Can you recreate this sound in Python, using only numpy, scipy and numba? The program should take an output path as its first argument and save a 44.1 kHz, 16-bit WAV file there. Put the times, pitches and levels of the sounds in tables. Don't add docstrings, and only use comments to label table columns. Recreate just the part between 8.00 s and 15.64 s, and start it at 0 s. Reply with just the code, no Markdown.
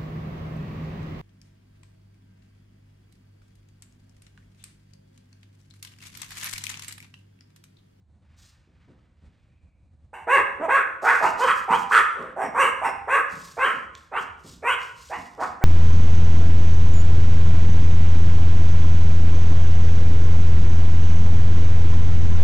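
import sys
import numpy as np
from scipy import signal
from scipy.fft import rfft, irfft, next_fast_len
from scipy.io import wavfile
from scipy.ndimage import uniform_filter1d
from numba import njit

SR = 44100
rng = np.random.default_rng(int(sys.argv[2]) if len(sys.argv) > 2 else 0)


def put_to_file(sound):
    columns = np.atleast_2d(sound).T
    safe = np.clip(columns, -1, 1)
    whole_steps = np.round(safe * 32767)
    wavfile.write(sys.argv[1], SR, whole_steps.astype(np.int16))


N = 336924
TIME = np.arange(N) / SR


def undb(db):
    return 10 ** (np.asarray(db) / 20)


def unit(x):
    return x / np.sqrt(np.mean(x ** 2) + 1e-18)


def steady(x):
    return x / np.sqrt(uniform_filter1d(x ** 2, size=520) + 1e-12)


def over_hz(points, count=N):
    hz, value = np.transpose(points)
    return np.interp(np.log(np.fft.rfftfreq(count, 1 / SR) + 1), np.log(hz), value)


def add(track, start, x):
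    i = max(int(start * SR), 0)
    track[i:i + len(x)] += x[:max(N - i, 0)]


@njit
def svf(x, hz, width):
    y = np.empty((2, len(x)))
    band_state, low_state = 0., 0.
    for i in range(len(x)):
        gain, damping = np.tan(np.pi * hz[i] / SR), width / hz[i]
        band = (band_state + gain * (x[i] - low_state)) / (1 + gain * (gain + damping))
        y[0, i], y[1, i] = damping * band, low_state + gain * band
        band_state, low_state = 2 * band - band_state, low_state + 2 * gain * band
    return y


def ring(x, hz, width):
    hz = np.clip(hz + np.zeros(len(x)), 30, .45 * SR)
    return svf(svf(x, hz, float(width))[0], hz, float(width))[0]


def muffle(x, hz, count=4):
    for _ in range(count):
        x = svf(x, hz, 0.97 * np.mean(hz))[1]
    return x


def cut(x, hz, kind, order):
    return signal.sosfilt(signal.butter(order, hz, kind, fs=SR, output="sos"), x)


def flutter(count, hz):
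    return unit(cut(rng.standard_normal(count), hz, "low", order=2))


def ventilation(level_db=-57.5, wander_db=2.6, side_db=-16):
    # (frequency [Hz], relative spectral density [dB])
    spectrum = [(15, -75), (25, -13), (75, 10), (300, -14), (332, -15.5), (447, -27.5), (481, -19.5),
                (3180, -40), (4080, -37.5), (5230, -45), (6710, -43), (9500, -38), (12400, -68),
                (20900, -120)]
    colour = undb(over_hz(spectrum))
    mid, side = (unit(irfft(rfft(rng.standard_normal(N)) * colour, N)) for _ in range(2))
    level = undb(level_db + wander_db * flutter(N, 8.2))
    air = level * (mid + undb(side_db) * np.array([side, -side]))
    return cut(air, 8200, "low", order=3)


def paw_scuffs():
    # (start [s], length [s], level [dB], band centre [Hz])
    strokes = [(0.197, 0.94, -75, 1550), (0.363, 0.25, -64, 5000), (0.702, 0.75, -76.5, 1470),
               (1.146, 0.74, -79.5, 1780), (3.016, 0.31, -48.5, 5870), (3.214, 0.18, -47, 5730),
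               (3.37, 0.25, -46.5, 5100), (3.534, 0.18, -54.5, 6600), (3.696, 0.24, -51, 6200),
               (3.892, 0.22, -49, 5640), (5.274, 0.65, -56, 5630), (5.695, 0.25, -66, 5900),
               (5.928, 0.28, -67, 4800), (6.185, 0.12, -58, 6170), (6.367, 0.26, -74, 5940),
               (6.43, 0.24, -56, 5395), (6.78, 0.23, -58.5, 5700), (6.932, 0.63, -58, 5300),
               (7.394, 0.19, -53.5, 4600)]
    out = np.zeros(N)
    for start, length, db, hz in strokes:
        n = int(length * SR)
        progress = np.linspace(0, 1, n)
        grit = rng.standard_normal(n) * undb(1.6 * flutter(n, 300) + 2.14 * flutter(n, 27))
        envelope = progress ** 0.9 * (1 - progress) ** 3.1
        add(out, start, undb(db) * unit(ring(grit, hz, 1.55 * hz) * envelope))
    return out


def paw_thumps(attack_s=0.0091, decay_s=0.063):
    # (time [s], level [dB], band centre [Hz])
    landings = [(0.668, -61.5, 210), (.875, -53.5, 246), (1.219, -56, 181), (2.359, -46.5, 200),
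                (2.6, -48, 182), (3.22, -36, 242), (3.461, -45.5, 180), (3.7, -36, 200),
                (4.189, -43.5, 200), (4.43, -36.5, 242), (4.619, -46, 190), (4.851, -44.5, 238),
                (5.322, -43, 158), (5.729, -45, 212), (6.2, -49, 240), (6.442, -44, 200), (7.169, -43, 234),
                (7.409, -40.5, 273)]
    out = np.zeros(N)
    t = TIME[:SR // 5]
    envelope = np.minimum(t / attack_s, 1) * np.exp(-t / decay_s)
    for start, db, hz in landings:
        thud = unit(ring(rng.standard_normal(len(t)), hz, 1.13 * hz))
        add(out, start, undb(db) * thud * envelope)
    return out


def whistles():
    # (start [s], length [s], frequency [Hz], level [dB])
    breaths = [(1.1, 1, 2380, -81.5), (4.392, 0.14, 5560, -55.5), (4.586, 0.043, 5930, -42.5),
               (4.824, 0.12, 5420, -52)]
    out = np.zeros(N)
    for start, length, hz, db in breaths:
        n = int(length * SR)
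        tone = steady(ring(rng.standard_normal(n), hz, width=270))
        add(out, start, undb(db) * np.hanning(n) * tone)
    return out


def effort(t, swell_s, length_s):
    to_come = np.clip(1 - t / swell_s, 0, 1)
    ebb = np.clip((t - swell_s) / max(length_s - swell_s, .01), 0, 1)
    return to_come, ebb


def folds(hz, rough, jitter=0.105, shimmer_db=2.0, half_share=0.18, air=0.64):
    n = len(hz)
    unsteady_hz = hz * (1 + (0.011 + jitter * rough) * flutter(n, 170.8))
    phase = 2 * np.pi * np.cumsum(unsteady_hz) / SR
    pulses = unit(np.cos(np.outer(phase, np.arange(1, 25))).sum(axis=1))
    shimmer = undb(shimmer_db * rough * flutter(n, 125))
    alternation = 1 + half_share * rough * np.cos(phase / 2)
    breath = unit((1 + 0.2 * np.cos(phase)) * rng.standard_normal(n))
    return shimmer * alternation * (pulses * (1 - rough) + (0.25 + air * rough) * breath)


def larynx(t, swell_s, length_s, top_hz, mid_rough, start_rough=0.834, end_rough=0.795, break_s=.022):
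    to_come, ebb = effort(t, swell_s, length_s)
    scoop, sag = .23 * to_come ** 1.95, .14 * ebb ** 0.625
    settling = np.clip(1 - t / (.6 * swell_s), 0, 1)
    breaking = np.clip((t - swell_s) / break_s, 0, 1)
    rough = mid_rough + (start_rough - mid_rough) * settling + (end_rough - mid_rough) * breaking
    return folds(top_hz * (1 - scoop - sag), np.clip(rough, 0, 1))


def bark(row, ebb_db=-13, shut_db=-13, close_db=-5, close_s=0.1, attack_s=0.0084, release_s=0.03):
    # (multiple of edge frequency [1], width [Hz], gain [dB])
    head_modes = [(0.778, 454, 3.5), (1.004, 557, 7.5)]
    # (frequency [Hz], width [Hz], gain [dB])
    hiss_bands = [(4800, 1700, -8.5), (5940, 630, 0.5), (8480, 3400, 4), (10850, 810, 0),
                  (15400, 1200, -10.5)]
    swell_s, length_s, peak_db, depth_db, pitch_hz, mid_rough = row[:6]
    open_s, mouth_hz, glide, upper_hz, upper_db, chest_db, edge_hz, edge_db, hiss_db = row[6:]
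    t = np.arange(0, length_s, 1 / SR)
    source = larynx(t, swell_s, length_s, pitch_hz, mid_rough)

    shut = np.clip(1 - t / open_s, 0, 1)
    closing = np.clip(1 - (length_s - t) / close_s, 0, 1)
    mouth_track = mouth_hz * 2 ** (glide * (t - swell_s)) * 0.61 ** (shut ** 2)
    edge_track = edge_hz * 0.73 ** shut
    mouth = steady(ring(source, mouth_track, width=435))
    upper = steady(ring(source, upper_hz * 0.68 ** shut, width=473))
    chest = steady(ring(source, hz=480, width=223))
    head = sum(undb(db) * ring(source, ratio * edge_track, width) for ratio, width, db in head_modes)
    edge = steady(muffle(head, 1.041 * edge_track))
    turbulent = source + 0.72 * rng.standard_normal(len(t))
    hiss = steady(sum(undb(db) * ring(turbulent, hz, width) for hz, width, db in hiss_bands))

    upper *= undb(upper_db + shut_db * shut ** 2)
    chest *= undb(chest_db + .5 * shut_db * shut ** 2)
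    edge *= undb(edge_db + close_db * closing + 1.33 * shut_db * shut)
    hiss *= undb(hiss_db + shut_db * shut)
    vowel = muffle(mouth + upper, 1.142 * edge_track, count=2)
    voice = steady(vowel + chest + edge)

    to_come, ebb = effort(t, swell_s, length_s)
    level_db = peak_db - depth_db * to_come ** 1.5 + ebb_db * ebb ** 0.93
    gate = np.clip(t / attack_s, 0, 1) * np.clip((length_s - t) / release_s, 0, 1)
    return gate * undb(level_db) * (voice + hiss)


def dogs():
    # (start [s], swell time [s], length [s], peak level [dB], swell depth [dB], top pitch [Hz],
    #   roughness at the peak [1], jaw opening time [s], mouth resonance [Hz], its glide [octaves/s],
    #   upper resonance [Hz], its gain [dB], chest gain [dB], edge [Hz], its gain [dB], hiss gain [dB])
    calls = [ (2.128, 0.0068, 0.14, -38.5, 12, 416, 1.06, .016, 880, -0.5, 1470, -6.5, -17, 2800, -10, -22),
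             (2.268, 0.086, 0.17, -13, 16.5, 550.5, 0.13, 0.037, 1038, 2.4, 1620, -2.5, -7, 2720, -10.5, -29),
             (2.591, 0.059, 0.1, -24, 15, 330.5, 0.18, .08, 710, 2.5, 1170, -17, -34, 2570, -21, -31),
             (2.679, .078, 0.17, -15, 9, 556.4, 0.14, 0.028, 1200, 6, 1530, -3, -10.5, 2600, -14.5, -31.5),
             (3.021, 0.072, 0.18, -14, 19.5, 492, .6, 0.078, 1087, 4, 1455, -0.5, -12, 2580, -12, -32.5),
             (3.200, 0.051, 0.11, -16, 20.5, 334.7, 0.68, 0.08, 938, -3.5, 1320, -8.5, -13, 2840, -11, -40),
             (3.387, .062, 0.1, -17.5, 11.5, 522.6, 0.22, 0.036, 1120, 1, 1490, -14, -6, 3120, -15.5, -30),
             (3.468, 0.0401, 0.09, -16, 5.5, 553.6, .55, 0.012, 1290, 1, 1620, -10, -19.5, 3210, -17.5, -27.5),
             (3.678, 0.059, 0.11, -15.5, 13.5, 493.7, 0.51, 0.081, 1024, -2.5, 1360, -16, -12, 3170, -8, -27),
             (3.906, 0.07, 0.14, -11.5, 9.5, 475, 0.59, 0.023, 1356, -1.5, 1710, -11, -18.5, 3350, -23.5, -25.5),
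             (4.150, 0.067, 0.2, -35.5, 12, 304.2, 0.67, .041, 1180, 4, 1110, 3, 7.5, 3750, -31, -31),
             (4.360, 0.069, 0.14, -24.5, 9.5, 409.4, 0.63, 0.084, 780, -4, 1756, -9.5, -16, 2340, -21, -23.5),
             (4.539, .078, 0.18, -14.5, 17.5, 553, 0.37, 0.084, 1180, -0.3, 1580, -7.5, -9.5, 2820, -6.5, -21),
             (4.810, 0.052, .120, -21, 13, 416, 0.93, 0.045, 927, -3, 1340, -10, -17.5, 2640, -12.5, -23.5),
             (5.072, .082, 0.1666, -16, 15, 555.2, 0.32, 0.039, 1145, 2.6, 1535, -3, -9, 2610, -10, -27),
             (5.566, 0.069, 0.18, -17, 19, 537.5, 0.19, 0.089, 1106, 4, 1430, 1, -7.5, 3020, -5, -28),
             (6.113, 0.068, 0.11, -23, 17.5, 444.2, 0.81, 0.079, 1133, 4, 1420, -3.5, -11, 3110, -5.5, -30.5),
             (6.621, 0.071, 0.15, -17.5, 24, 516, 0.29, .11, 1170, 7, 1390, -1.5, -8, 3015, 6.5, -21.5),
             (7.094, 0.043, 0.11, -28.5, 15.5, 360.8, 0.66, 0.055, 910, 1.5, 1850, -6.5, -14, 2890, -12.5, -49),
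             (7.373, 0.061, 0.11, -23.5, 21, 343.2, 0.58, 0.073, 944, 4.5, 1260, -14, -12, 2240, -34, -29.5),
             (7.607, 0.053, .100, -24.5, 17, 402.3, 0, 0.049, 920, 0.5, 1560, -7, -23, 2560, 1, -25)]
    out = np.zeros(N)
    for start, *row in calls:
        add(out, start, bark(row))
    return out


def claw_ticks(decay_s=0.0013):
    # (time [s], level [dB])
    contacts = [(3.06, -36), (4.226, -47), (5.952, -34.5), (6.817, -41), (7.35, -50)]
    out = np.zeros(N)
    t = TIME[:SR // 5]
    for start, db in contacts:
        click = unit(ring(rng.standard_normal(len(t)), hz=3100, width=6000))
        add(out, start, undb(db) * click * np.exp(-t / decay_s))
    return out


def room(x, wet_db=-2.5, build_s=0.0022):
    # (frequency [Hz], reverberation time [s], relative level [dB], side-to-mid ratio [1])
    bands = [(200, 1, -1, 0.18), (431, 0.82, -5, 0.52), (1283, 0.63, -1.5, 0.71), (2560, 0.58, -1.5, 0.33),
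             (5000, 0.62, -4.5, 0), (11400, .45, -8, 0.2)]
    hz, t60, db, side = np.transpose(bands)
    t = TIME[:SR]
    tail = np.zeros((2, SR))
    for k in range(len(bands)):
        band_power = over_hz(np.c_[hz, np.arange(len(hz)) == k], count=SR)
        mid, wide = irfft(rfft(rng.standard_normal((2, SR))) * np.sqrt(band_power), SR)
        stereo = np.array([mid + side[k] * wide, mid - side[k] * wide])
        fade = np.exp(-np.log(1000) * t / t60[k]) * (1 - np.exp(-t / build_s))
        tail += undb(db[k]) * fade / np.linalg.norm(fade) * stereo
    return x + undb(wet_db) * signal.fftconvolve(x[None], tail, axes=1)[:, :N]


def scene():
    direct = dogs() + whistles() + paw_scuffs() + paw_thumps() + claw_ticks()
    return room(direct) + ventilation()


def record(dry, top_hz=15800):
    # (frequency [Hz], left lead [rad])
    port_phase = [(0, 0), (1890, -0.0), (3190, 0.6), (5080, -0.1), (8610, 0.1), (9130, -1.6), (9730, -2.8),
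                  (10500, -3.3), (11700, -6.2), (12500, -6.3), (13200, -9.3), (14400, -9.6), (15200, -12.6),
                  (16600, -12.5)]
    # (frequency [Hz], left minus right [dB])
    port_balance = [(60, -2.5), (110, 0.5), (200, -1), (380, -0.5), (700, -3), (1290, -2), (2380, -0.8),
                    (4400, 0.1), (8120, 0.0), (15000, 0.5)]
    n = next_fast_len(N + SR, real=True)
    left = undb(over_hz(port_balance, count=n) / 2) * np.exp(1j * over_hz(port_phase, count=n) / 2)
    padded = np.pad(dry, ((0, 0), (0, SR // 10)), mode="reflect", reflect_type="odd")
    heard = irfft(rfft(padded, n) * np.array([left, 1 / left]), n)[:, :N]
    low_pass = signal.ellip(8, .2, 70, top_hz, fs=SR, output="sos")
    return signal.sosfilt(low_pass, np.tanh(heard))


dry = scene()
out = record(dry)
put_to_file(out)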